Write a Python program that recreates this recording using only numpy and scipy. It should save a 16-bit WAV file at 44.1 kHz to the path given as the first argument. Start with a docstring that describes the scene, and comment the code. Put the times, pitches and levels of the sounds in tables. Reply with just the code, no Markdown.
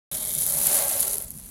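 """A garden hose sprays a parked car outdoors, over a low rumble.
Drops burst on the paint in a bright, uneven crackle of noise puffs and tiny ringing bubbles over mist.
The jet swings from the door to the front fender, which drums under it, then into the wheel arch,
where only a thin spatter is left. Panels are resonant modes struck by random drops.
Fat drops ping and slugs of water slap the arch's rim; the rumble is filtered noise."""
import sys
import numpy as np
from scipy import signal
from scipy.fft import rfft, irfft, next_fast_len
from scipy.io import wavfile

SR = 44100
rng = np.random.default_rng(int(sys.argv[2]) if len(sys.argv) > 2 else 0)


def persist_wave(psi):
    """Save psi, clipped to +-1, as 16-bit WAV."""
    counts = np.round(np.clip(psi, -1, 1) * 32767).astype(np.int16)
    wavfile.write(sys.argv[1], SR, np.atleast_2d(counts).T)


N = 66150
T = np.arange(N) / SR


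def from_db(db):
    """Decibels to gain."""
    return 10 ** (np.asarray(db) / 20)


def rms_one(x):
    """Scale to rms 1."""
    return x / np.sqrt(np.mean(x ** 2) + 1e-20)


def level(rows):
    """Gain per sample from a (time_s, level_db) curve."""
    return from_db(np.interp(T, *np.transpose(rows)))


def noise():
    """White noise of rms about 1."""
    return rng.standard_normal(N)


def drift(hz):
    """Slow random wander of rms 1: noise through two equal one-pole lowpasses."""
    r = np.exp(-2 * np.pi * hz / SR)
    wander = signal.lfilter([1], [1, -2 * r, r * r], rng.standard_normal(2 * N))
    return rms_one(wander[N:])  # first half is run-in


def colour(x, points):
    """Minimum-phase filter through (freq_hz, density_db) points; white noise keeps its power."""
    size = 2 * next_fast_len(N)
    point_hz, point_db = np.transpose(points)
    bin_hz = np.arange(size // 2 + 1) * SR / size
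    gain = rms_one(from_db(np.interp(np.log(bin_hz + 1), np.log(point_hz), point_db)))
    # folding the cepstrum makes the filter causal
    cepstrum = irfft(np.log(gain))
    cepstrum[1:size // 2] *= 2
    cepstrum[size // 2 + 1:] = 0
    return irfft(rfft(x, size) * np.exp(rfft(cepstrum)))[:N]


DROP_SPREAD_DB, SIZE_LIMIT = 3, 2.4  # size spread; largest drop in spreads


def impacts(per_s, spread_db):
    """Random impacts of uneven size, with mean power about 1 at any rate."""
    chance = np.clip(per_s / SR, 1e-6, 1)
    sizes = rms_one(from_db(spread_db * np.minimum(noise(), SIZE_LIMIT)))
    return (rng.random(N) < chance) * sizes / np.sqrt(chance)


def random_signs():
    """Random polarity per sample."""
    return rng.choice([-1, 1], N)


def bursts(hits, decay_s):
    """Each impact sets off a short dying puff of noise of the same mean energy."""
    r = np.exp(-2 / (decay_s * SR))  # power decays twice as fast as amplitude
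    power = signal.lfilter([1 - r], [1, -r], hits ** 2 + 1e-18)
    return np.sqrt(power) * noise()


def resonate(x, hz, t60_s):
    """Two-pole resonance; returns its output and pole radius."""
    r = from_db(-60 / (t60_s * SR))
    w = 2 * np.pi * hz / SR
    return signal.lfilter([1, 0, -1], [1, -2 * r * np.cos(w), r * r], x), r


# how strongly the jet breaks into clumps: time_s, spread_db
CLUMPING = [(.12, 1.5), (.45, 2.5), (.7, 1.46), (1, 2), (1.2, 3), (1.5, 2.1)]


def jet_clumps():
    """The jet breaks into clumps: a log-level wander of varying spread, rms 1."""
    return rms_one(level(CLUMPING) ** drift(hz=55))


PING_CYCLES = 28.5  # cycles to fall 60 dB


def pings(per_s):
    """Tiny bubbles in the water film ring briefly, each at one of 14 pitches."""
    hits = impacts(per_s, DROP_SPREAD_DB) * random_signs()
    pitches_hz = np.linspace(4500, 15000, 14)
    dealt = rng.integers(0, len(pitches_hz), N)
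    out = np.zeros(N)
    for k, hz in enumerate(pitches_hz):
        ring, r = resonate(hits * (dealt == k) + 1e-18, hz, PING_CYCLES / hz)
        out += np.sqrt(1 - r * r) * ring  # evens out the energy across pitches
    return out / 2


# spatter on the paint, before the layer levels: time_s, level_db
SPATTER_LEVEL = [(.12, -29), (.19, -29.5), (.3, -29.5), (.42, -25.5), (.49, -24.5), (.54, -25), (.66, -21),
                 (.78, -21.5), (.85, -24), (.9, -23), (.95, -24.5), (1.03, -24.5), (1.15, -31), (1.22, -36),
                 (1.28, -44), (1.37, -40.5), (1.42, -46.5), (1.455, -41.5), (1.5, -46)]
# relative spectrum of bursting drops: freq_hz, density_db
DROP_COLOUR = [(300, -32.5), (2000, -32), (2700, -25.5), (4000, -18.5), (5200, -17), (7000, -9.5),
               (8400, -9), (10200, 0), (11300, -1), (12500, -4.5), (14200, -12.5), (16000, -18)]
DROPS_PER_S, DROP_DECAY_S = 2600, 0.000056  # rate at full flow; decay of one burst
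RATE_FOLLOWS = 0.4  # exponent of drop rate against level
DROPS_DB, PINGS_DB, MIST_DB = -3.5, -3.5, -9


def spatter(clumps):
    """Small drops and bubbles crackle over a fine mist; they thin out as the spatter weakens."""
    flow = level(SPATTER_LEVEL)
    per_s = DROPS_PER_S * (flow / flow.max()) ** RATE_FOLLOWS
    drops = from_db(DROPS_DB) * bursts(impacts(per_s, DROP_SPREAD_DB), DROP_DECAY_S)
    bubbles = from_db(PINGS_DB) * pings(per_s)
    mist = from_db(MIST_DB) * noise()
    return colour(flow * (clumps * (drops + bubbles) + mist), DROP_COLOUR)


# dull splash of the jet's core: time_s, level_db
SPLASH_LEVEL = [(.12, -45), (.35, -50), (.52, -42.5), (.62, -41), (.68, -35), (.75, -37.5), (.82, -35.5),
                (.87, -43), (.91, -38), (.96, -42), (1.04, -41.5), (1.17, -49.5), (1.29, -61.5), (1.5, -59)]
# relative spectrum of the splash: freq_hz, density_db
SPLASH_COLOUR = [(100, -24), (300, -3), (850, 0), (1300, -4.5), (2100, -4), (2700, -4.5), (4300, -1.5),
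                 (6000, -17), (12000, -16.5)]


def splash(clumps):
    """The core of the jet lands as a dense, dull patter, steadier than the loose drops."""
    hits = impacts(per_s=3500, spread_db=0.5) * random_signs()
    return colour(level(SPLASH_LEVEL) * np.sqrt(clumps) * hits, SPLASH_COLOUR)


# single fat drops, reference for the three levels below: start_s, level_db
FAT_DROPS = [(.1265, -20), (0.131, -14), (0.2295, -22), (.2412, -19), (.2515, -9), (0.3379, -4.5),
             (0.3508, -5.5), (0.3852, -4), (.4128, -7), (.4649, 0.5), (0.4994, -9), (.5234, -8),
             (.5863, -4), (0.668, 0.5), (.671, 1.5), (0.7701, -4.5), (.8835, -5), (1.0049, -2), (1.007, -3),
             (1.1427, -9), (1.1444, -9), (1.1828, -5), (1.1945, -25), (1.2144, -17.5), (1.2155, -18),
             (1.2223, -10), (1.225, -16), (1.3058, -13.5), (1.376, -27), (1.4545, -29), (1.46, -30)]
FAT_PING_DB, FAT_TICK_DB, FAT_SPLAT_DB = -4, -20, -14
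FAT_SWELL_S, FAT_PING_HZ, FAT_PITCH_SPREAD = 0.00016, 11100, 0.035  # spread as share of pitch


def fat_drops():
    """A fat drop snaps: a sharp tick, then a few cycles of a very high ping inside a splat of noise."""
    out, splat = np.zeros(N), np.zeros(N)
    for start_s, level_db in FAT_DROPS:
        age_s = np.maximum(T - start_s, 0)
        swell = from_db(level_db) * age_s / FAT_SWELL_S * np.exp(1 - age_s / FAT_SWELL_S)
        pitch_hz = FAT_PING_HZ * (1 + FAT_PITCH_SPREAD * rng.standard_normal())
        out += from_db(FAT_PING_DB) * swell * np.sin(2 * np.pi * pitch_hz * age_s)
        out[int(start_s * SR)] += from_db(level_db + FAT_TICK_DB)
        splat += swell
    return out + from_db(FAT_SPLAT_DB) * colour(splat * noise(), DROP_COLOUR)


# slaps of water on the arch's rim: start_s, level_db
SLAPS = [(0.67, -25), (1.0286, -22.5)]
SLAP_DECAY_S, SLAP_HZ, SLAP_WIDTH_HZ = 0.0019, 4400, 3200


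def slaps():
    """Slugs of water hit the rim of the wheel arch: dying bursts of band noise, lower than the drops."""
    swell = np.zeros(N)
    for start_s, level_db in SLAPS:
        swell += from_db(level_db) * (T >= start_s) * np.exp(-np.abs(T - start_s) / SLAP_DECAY_S)
    b, a = signal.iirpeak(SLAP_HZ, SLAP_HZ / SLAP_WIDTH_HZ, fs=SR)
    return swell * rms_one(signal.lfilter(b, a, noise()))


HITS_PER_S = 1600  # drops heavy enough to move the panels


def panel(modes):
    """A metal sheet rings under a hail of drops, each striking every mode differently; rms 1."""
    hits = impacts(HITS_PER_S, DROP_SPREAD_DB)
    out = np.zeros(N)
    for hz, level_db, t60_s in modes:
        ring, _ = resonate(hits * noise(), hz, t60_s)
        out += from_db(level_db) * rms_one(ring)
    return rms_one(out)


# force of the jet on the fender, before FENDER_DB: time_s, level_db
FENDER_PUSH = [(.12, -44.5), (.33, -60), (.55, -40), (.65, -47), (.77, -32.5), (.87, -36), (.96, -37),
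               (1.01, -41.5), (1.07, -40.5), (1.17, -47.5), (1.24, -49.5), (1.31, -66), (1.5, -71)]
# fender modes, relative levels: freq_hz, level_db, t60_s
FENDER_MODES = [(247.4, -11, 0.29), (480, -30, 0.065), (540, -8.5, 0.41), (567.2, 3, 0.25),
                (633.5, 1, 0.22), (749, -3, 0.29), (846, -3.5, 0.16), (1111, -8.5, 0.19), (1364, -9, 0.12),
                (1600, -11, 0.12), (2070, -7, 0.034)]
FENDER_DB = -2


def fender():
    """The fender drums under the jet in its own modes."""
    return from_db(FENDER_DB) * level(FENDER_PUSH) * panel(FENDER_MODES)


# rattle of drops on the door: time_s, level_db
DOOR_PUSH = [(.12, -45.5), (.4, -43), (.55, -55), (.7, -64), (1.2, -81)]
# door modes, relative levels: freq_hz, level_db, t60_s
DOOR_MODES = [(447, -15, 0.02), (615.5, -6.5, 0.1), (2208, -9, 0.026), (3230, -2.5, .008),
              (3730, 0.5, 0.0079)]


def door():
    """Drops rattle the door in short, mostly damped modes."""
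    return level(DOOR_PUSH) * panel(DOOR_MODES)


# hollow ring of the wheel arch: time_s, level_db
ARCH_LEVEL = [(.12, -59.5), (.6, -57), (.8, -51.5), (.97, -70), (1.07, -46), (1.17, -47.5), (1.27, -69.5),
              (1.5, -86)]
# arch modes, relative levels: freq_hz, level_db, t60_s
ARCH_MODES = [(399.2, -2, 0.4), (435, -7, 0.15)]


def wheel_arch():
    """The wheel arch rings hollow in two struck modes."""
    return level(ARCH_LEVEL) * panel(ARCH_MODES)


# low boom of the bodywork: time_s, level_db
BOOM_LEVEL = [(.12, -51.5), (.31, -58), (.39, -41.5), (.46, -47.5), (.53, -46.5), (.64, -43.5), (.75, -53),
              (1.05, -57.5), (1.3, -61.5), (1.36, -50.5), (1.5, -59)]
# low bodywork modes, relative levels: freq_hz, level_db, t60_s
BOOM_MODES = [(149.7, -0.5, 0.18), (188, -6, 0.057)]


def body_boom():
    """The bodywork booms in two low struck modes."""
    return level(BOOM_LEVEL) * panel(BOOM_MODES)


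HOLLOW_HZ, HOLLOW_WIDTH_HZ = 2770, 700
HOLLOW_UNTIL_S, HOLLOW_FADE_S = 0.63, 0.11  # the fade ends at HOLLOW_UNTIL_S
HOLLOW_DEPTH, HOLLOW_WAVER = 0.41, 0.24  # mean share of the notch; rms wavering


def hollow(x):
    """Jet on the door sounds hollow: a wavering spectral dip that fills as the jet swings away."""
    b, a = signal.iirnotch(HOLLOW_HZ, HOLLOW_HZ / HOLLOW_WIDTH_HZ, fs=SR)
    dipped = signal.lfilter(b, a, x)
    depth = np.clip(HOLLOW_DEPTH + HOLLOW_WAVER * drift(hz=8.2), 0, 1)
    on_door = np.clip((HOLLOW_UNTIL_S - T) / HOLLOW_FADE_S, 0, 1)
    return x + depth * on_door * (dipped - x)


# relative spectrum of the rumble: freq_hz, density_db
RUMBLE_COLOUR = [(15, -19), (35, 2.5), (55, 1.5), (100, -1), (155, -4), (230, -2), (330, -16.5), (800, -26),
                 (2000, -34.5), (8000, -53)]
RUMBLE_DB = -48.5


def rumble():
    """Steady low background: filtered noise."""
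    return from_db(RUMBLE_DB) * rms_one(colour(noise(), RUMBLE_COLOUR))


def scene():
    """Water, car panels and background rumble, in one channel."""
    clumps = jet_clumps()
    water = spatter(clumps) + splash(clumps) + fat_drops() + slaps()
    car = fender() + door() + wheel_arch() + body_boom()
    return (hollow(water + car) + rumble())[None]


START_S, CUTOFF_HZ = 0.114, 15900  # silence before START_S


def record(dry):
    """The sound starts abruptly; a steep lowpass cuts the top."""
    steep = signal.ellip(12, 0.1, 80, CUTOFF_HZ, fs=SR, output="sos")  # ripple_db, stop_db
    return signal.sosfilt(steep, dry * (T >= START_S))


dry = scene()
out = record(dry)
persist_wave(out)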